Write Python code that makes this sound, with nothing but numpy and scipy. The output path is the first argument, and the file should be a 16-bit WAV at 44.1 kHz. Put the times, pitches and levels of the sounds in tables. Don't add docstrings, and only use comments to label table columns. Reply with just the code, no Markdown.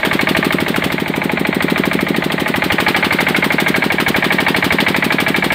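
import sys
import numpy as np
from scipy import signal
from scipy.fft import rfft, irfft
from scipy.io import wavfile
from scipy.ndimage import uniform_filter1d, minimum_filter1d

SR = 44100
rng = np.random.default_rng(int(sys.argv[2]) if len(sys.argv) > 2 else 0)


def master_out(mix):
    frames = np.transpose(np.atleast_2d(mix))
    ceiling = np.clip(frames, -1, 1)
    pcm = np.round(ceiling * 32767).astype(np.int16)
    wavfile.write(sys.argv[1], SR, pcm)


def attenuation_scalar(level_db):
    decades = np.asarray(level_db, float) / 20
    return 10 ** decades


N = 244314

# (frequency [Hz], level [dB], t60 [s])
BLOCK_MODES = [(652, -9, 0.056), (778.3, -7, 0.084), (857.3, -4.5, 0.094), (1045, -8, 0.033),
               (1220, -8, 0.086), (1380, -48, 0.013), (1677, 5, 0.02), (1864, 2, 0.018), (1943, 7.5, 0.011),
               (2139, 2, 0.058), (2249, 6, 0.033), (2307, -2.5, 0.05), (2815, -7.5, 0.011),
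               (3226, -12.5, 0.049), (3690, -4.5, 0.018), (4220, -6, 0.031)]
# (time [ms], level [dB])
BLOWS_PER_FIRING = [
    (.3, -10),
    (1.2, -3),
    (2.2, 0),
    (4.2, -1.5),
    (7.4, -1.5),
    (10.5, -10),
    (20.5, -13),
]
# (time [s], speed [rpm])
CRANK_SPEED = [(0.0, 1472.1), (0.33, 1534.6), (0.55, 1532.3), (0.81, 1501.6), (1.29, 1541.3),
               (1.95, 1565.4), (2.08, 1554.0), (2.52, 1488.3), (2.98, 1474.2), (3.36, 1526.4),
               (3.96, 1488.5), (4.33, 1496.7), (5.06, 1504.3), (5.54, 1499.4)]
# (time [s], effort [dB])
FUEL_EFFORT = [(0, -0.5), (.12, 0.5), (.36, 0), (.5, -3), (.92, -2), (1.06, -4), (1.45, -5.5), (1.82, -2.5),
               (2.25, -4.5), (2.6, -2.5), (2.88, 2.5), (3.15, 2), (3.5, -0.5), (3.85, -1), (4.3, 2),
               (4.8, 2), (5.05, 0), (5.54, 0.5)]
# (time [s], block shaded [dB], muffler shaded [dB])
PASSER_BY_SHADE = [(.55, -4, -0.5), (.9, -5, -0.5), (1.06, -6, -3.5), (1.2, -3.5, -4), (1.45, -2, -5.5),
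                   (1.62, -3, -2), (2.3, -4.5, -2), (2.7, -3, -0.5)]
# (time [s], lasting [s], frequency [Hz], level [dB])
BACK_REFLECTION = (1.24, 0.2, 874, 9.8)
# (time [s], lead [ms])
PIPE_LEAD = [
    (2.4, .7),
    (3.2, 1.4),
]
# (time [s], delay [ms])
FLOW_DETOUR = [
    (1.1, 0),
    (1.14, 4.2),
    (1.42, 3.6),
    (1.46, 0),
]
# (time [ms], roar level [dB], hiss level [dB])
EXHAUST_FLOW = [(-40, -20, -22), (-37, -19, -14.5), (-21.8, -19, -26), (-19.8, 1.5, 1.5), (-12, -2, .5),
                (-4, -5.5, -2), (2, -8.5, -10), (14, -10.5, -12), (40, -20, -22)]
# (frequency [Hz], level [dB])
ROAR_SPECTRUM = [(120, -2), (300, 1.5), (600, -0.5), (1200, -0.5), (2200, 0), (3500, -1.5), (4700, -10),
                 (5700, -21.5), (7000, -25)]
# (frequency [Hz], level [dB])
HISS_SPECTRUM = [(3500, -8.5), (5200, -6.5), (6300, -13.5), (7400, -9.5), (8600, -1), (10700, -12.5),
                 (13000, -3.5), (15000, -3.5), (16000, -6)]
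# (frequency [Hz], level [dB], t60 [s], polarity [+1 or -1])
INTAKE_MODES = [(75, -44, .4, 1), (95, -42, .12, 1), (153, -50, .25, 1), (186, -47.5, .13, 1),
                (222, -50.5, .07, 1), (281, -53, .055, 1), (345, -66, .3, -1), (394, -61, .12, -1),
                (532, -42, .3, -1), (591, -56, .35, -1)]
# (frequency [Hz], level [dB])
BUFFET_SPECTRUM = [(15, -45), (30, -22), (50, -8), (80, -1), (140, -1), (200, -9), (320, -26)]
# (frequency [Hz], level [dB])
GEARS_SPECTRUM = [(135, -21), (200, 7.5), (400, -3.5), (660, -4), (820, -3.5), (1400, -13), (2000, 0),
                  (2700, -13.5), (4100, -12.5), (5400, -54), (7000, -62)]
# (frequency [Hz], level [dB])
FAN_SPECTRUM = [(4000, -16), (5400, -6), (6500, 10.5), (8400, 13), (10300, -9), (13000, -2), (16000, -0.5)]
# (frequency [Hz], t60 [s])
YARD_DECAY = [(150, 0.083), (1000, 0.53), (4000, 0.067), (12000, 0.18)]
# (rest level [dB], effort [share], block shade [share], muffler shade [share], stroke scatter [dB])
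KNOCK_LAW = (-10, 1.24, 1.93, -0.2, 1.65)
# (rest level [dB], effort [share], block shade [share], muffler shade [share], scatter [dB])
ROAR_LAW = (-21, 0.77, -0.03, 1.12, 0.44)
# (rest level [dB], effort [share], block shade [share], muffler shade [share], scatter [dB])
HISS_LAW = (-29, -0.28, 0.9, 1.37, -1.04)
# (rest level [dB], effort [share], block shade [share], muffler shade [share], scatter [dB])
THUMP_LAW = (-10, -0.25, 0.31, 0.7, .4)
# (rest level [dB], effort [share], block shade [share], muffler shade [share], scatter [dB])
BUFFET_LAW = (-35.5, -0.25, 0.9, 2.7, 6)
# (rest level [dB], effort [share], block shade [share], muffler shade [share], scatter [dB])
GEARS_LAW = (-21.5, -0.23, 0.63, 0.16, .5)
# (rest level [dB], effort [share], block shade [share], muffler shade [share], scatter [dB])
FAN_LAW = (-44.5, .35, .1, .1, .3)

FIRST_CYCLE = -.376
RAM_DB_PER_RPM = .05
LINGER = .03


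def knock(drift_ms=.11, trim_db=-3.5, loud_db=-9.5, bend_hz=1130.0):
    s = strokes(0)
    db = level(KNOCK_LAW, s)
    ms, blow_db = np.transpose(BLOWS_PER_FIRING)
    wander = rng.standard_normal((len(s), len(ms))).T
    wander = evened(uniform_filter1d(wander, size=15, axis=1))
    at = s + (ms[:, None] - 1 + drift_ms * wander) / 1000
    mirror_s, mirror_width_s, mirror_hz, mirror_db = BACK_REFLECTION
    out = np.zeros(N)
    for hz, mode_db, t60 in BLOCK_MODES:
        jitter, size, slow = rng.standard_normal((len(s), len(ms), 3)).T
        beam = evened(uniform_filter1d(slow[0], size=11))
        size = .6 * size + 1.2 * beam
        phase = .9 * rng.standard_normal((len(ms), 1)) + .18 * jitter
        shade_db = (db - loud_db) / (1 + (bend_hz / hz) ** 2)
        off_time = (s - mirror_s) / mirror_width_s
        off_pitch = np.log(hz / mirror_hz)
        shade_db += mirror_db * np.exp(-off_time ** 2 - (off_pitch / 0.066) ** 2)
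        strength_db = loud_db + shade_db + blow_db[:, None] + mode_db + size
        strength = attenuation_scalar(strength_db) * np.exp(1j * phase)
        out += ring(train(at.ravel(), strength.ravel()), hz, t60)
    return attenuation_scalar(trim_db) * dulled(dulled(out))


def exhaust(push_db=-25.5, cough_db=-13.5, pop_hz=850.0, roar_db=7.0, hiss_db=4.5):
    ms, roar_flow, hiss_flow = np.transpose(EXHAUST_FLOW)
    gust = evened(uniform_filter1d(rng.standard_normal(N), size=60))
    late = since_thump() - np.interp(np.arange(N) / SR, *np.transpose(FLOW_DETOUR))
    roar_level = np.interp(late, ms, roar_flow) + roar_db + 0.74 * gust
    roar = attenuation_scalar(roar_level) * noise(ROAR_SPECTRUM, patchy_db=2.2)
    s = breaths()
    blow_db = level(ROAR_LAW, s)
    blow_gain = per_breath(s, blow_db)
    fall = 1 - LINGER * (20 * np.log10(blow_gain) - ROAR_LAW[0])
    hiss_level = fall * np.interp(late, ms, hiss_flow) + hiss_db + 1.45 * gust
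    hiss = attenuation_scalar(hiss_level) * noise(HISS_SPECTRUM, patchy_db=1.2)
    crack_db = blow_db + 2 * rng.standard_normal(len(s))
    t = np.arange(300) / SR
    pop = np.cos(2 * np.pi * pop_hz * t) * np.exp(-t / 0.0018) * (1 - np.exp(-t / .00008))
    pops = signal.oaconvolve(train(s - .0215, attenuation_scalar(crack_db + 11)).real, pop)[:N]
    pops -= ring(train(s - .022, attenuation_scalar(push_db + 0 * s)), 85.0, 0.052)
    pops += ring(train(s - .0235, attenuation_scalar(cough_db + 0.63 * (blow_db + 25))), 278.0, 0.015)
    return roar * blow_gain + hiss * per_breath(s, level(HISS_LAW, s)) + pops


def thump(trim_db=11.5, hum_db=-1.05, lid_db=-16.5):
    s = breaths()
    rpm = np.interp(s, *np.transpose(CRANK_SPEED))
    db = level(THUMP_LAW, s) + RAM_DB_PER_RPM * (rpm - 1500)
    t = np.arange(410) / SR
    swing = np.sin(np.pi * t / t[-1]) ** 2.1 * np.sin(2 * np.pi * 303 * t)
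    seat = .55 * np.sin(2 * np.pi * 326 * t) * np.exp(-t / .0004)
    beats = train(s + .012, attenuation_scalar(db)).real
    gulp, tick = (advanced(signal.oaconvolve(beats, pulse), .012) for pulse in (swing, seat))
    hum = np.zeros(N)
    for hz, mode_db, t60, sign in INTAKE_MODES:
        hum += sign * attenuation_scalar(mode_db + hum_db) * ring(gulp, hz, t60)
    lid = attenuation_scalar(lid_db) * advanced(ring(beats, 530.0, 0.022), .0075)
    return attenuation_scalar(trim_db) * (gulp + tick + hum + lid)


def buffet(trim_db=4., rest_db=-55.):
    puff = np.exp(-((since_thump() + 12) / 10) ** 2)
    s, eddies = breaths(), noise(BUFFET_SPECTRUM)
    eddies = eddies / np.sqrt(uniform_filter1d(eddies ** 2, size=1100) + 0.018)
    puff_gain = attenuation_scalar(trim_db) * puff * per_breath(s, level(BUFFET_LAW, s))
    return (puff_gain + attenuation_scalar(rest_db)) * eddies


def clatter(ticks_per_s=1300.0, ticks_db=-7.0, trim_db=-3.0, fan_db=-6.5):
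    s = strokes(0)
    t = np.arange(N) / SR
    gears, fan = (attenuation_scalar(np.interp(t, s, level(law, s))) for law in (GEARS_LAW, FAN_LAW))
    ticks = rng.standard_normal(N) * (rng.random(N) < ticks_per_s / SR)
    rattle = dulled(sum(attenuation_scalar(.5 * mode_db) * ring(ticks, hz, t60) for hz, mode_db, t60 in BLOCK_MODES))
    wash = noise(GEARS_SPECTRUM, patchy_db=1.5) + attenuation_scalar(ticks_db) * evened(rattle)
    return attenuation_scalar(trim_db) * gears * wash + attenuation_scalar(fan_db) * fan * noise(FAN_SPECTRUM, patchy_db=3.0)


def yard(x):
    taps = np.zeros(SR // 2)
    at = np.arange(200, len(taps) - 20, 20)
    taps[at + rng.integers(0, 20, len(at))] = rng.choice([-1., 1.], len(at))
    hz, t, z = signal.stft(taps, SR, nperseg=256)
    decay = attenuation_scalar(-60 * t / read(YARD_DECAY, hz)[:, None])
    tail = signal.istft(z * decay, SR, nperseg=256)[1]
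    return signal.fftconvolve(x, tail / np.linalg.norm(tail))[:N]


def strokes(share):
    t = np.arange(-SR // 4, N + SR // 4) / SR
    cycles = np.cumsum(np.interp(t, *np.transpose(CRANK_SPEED))) / 120 / SR
    cycles += FIRST_CYCLE - np.interp(0, t, cycles)
    return np.interp(np.arange(-1, cycles[-1] - 2) + share, cycles, t)


def breaths():
    s = strokes(.5)
    return s - np.interp(s, *np.transpose(PIPE_LEAD)) / 1000


def since_thump():
    s, t = breaths(), np.arange(N) / SR
    cycle = np.maximum(np.searchsorted(s - .04, t) - 1, 0)
    return 80 * (t - s[cycle]) / np.gradient(s)[cycle]


def level(law, s):
    rest_db, by_effort, by_block, by_muffler, scatter_db = law
    at, block_db, muffler_db = np.transpose(PASSER_BY_SHADE)
    db = rest_db + by_effort * np.interp(s, *np.transpose(FUEL_EFFORT))
    db += by_block * np.interp(s, at, block_db) + by_muffler * np.interp(s, at, muffler_db)
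    return db + scatter_db * rng.standard_normal(len(s))


def per_breath(s, db):
    cycle = np.searchsorted(s - .024, np.arange(N) / SR) - 1
    return uniform_filter1d(attenuation_scalar(db[np.maximum(cycle, 0)]), size=90)


def train(s, size):
    at, out = np.round(s * SR).astype(int), np.zeros(N, complex)
    inside = (at >= 0) & (at < N)
    np.add.at(out, at[inside], size[inside])
    return out


def ring(drive, hz, t60):
    pole = np.exp((2j * np.pi * hz - np.log(1000) / t60) / SR)
    return signal.lfilter([1], [1, -pole], drive).imag


def advanced(x, lead_s):
    return np.pad(x[round(lead_s * SR):], (0, N))[:N]


def dulled(x, top_hz=3990.0):
    return signal.sosfilt(signal.butter(4, [330, top_hz], "band", fs=SR, output="sos"), x)


def noise(colour, patchy_db=0.):
    frames = N // 128 + 9
    a, b, patches = rng.standard_normal((frames, 257, 3)).T
    patches = uniform_filter1d(uniform_filter1d(patches, size=5, axis=0), size=3, axis=1)
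    grains = (a + 1j * b) * attenuation_scalar(patchy_db * evened(patches))
    white = signal.istft(grains, nperseg=512, noverlap=384)[1][:N]
    tilt = attenuation_scalar(read(colour, np.fft.rfftfreq(N, 1 / SR)))
    return evened(irfft(rfft(white) * tilt, N))


def evened(x):
    return x / np.sqrt(np.mean(x ** 2) + 1e-20)


def read(points, hz):
    f, value = np.transpose(points)
    return np.interp(np.log(hz + 1), np.log(f + 1), value)


def scene():
    engine = knock() + exhaust()
    return (engine + attenuation_scalar(-17.5) * yard(engine) + thump() + clatter() + buffet())[None]


def roll_off(x):
    return signal.sosfilt(signal.butter(12, 16800, fs=SR, output="sos"), x)


def record(dry):
    cut = signal.sosfiltfilt(signal.butter(2, 46, "high", fs=SR, output="sos"), dry, padtype="even")
    room_left = minimum_filter1d(np.minimum(.84 / (abs(cut) + 1e-9), 1), size=161)
    held = cut * uniform_filter1d(uniform_filter1d(room_left, size=81), size=81)
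    band_limit = signal.firwin(255, 15620, window=("kaiser", 9), fs=SR)[None]
    mix = signal.oaconvolve(held, band_limit, "same")
    return roll_off(mix)


dry = scene()
out = record(dry)
master_out(out)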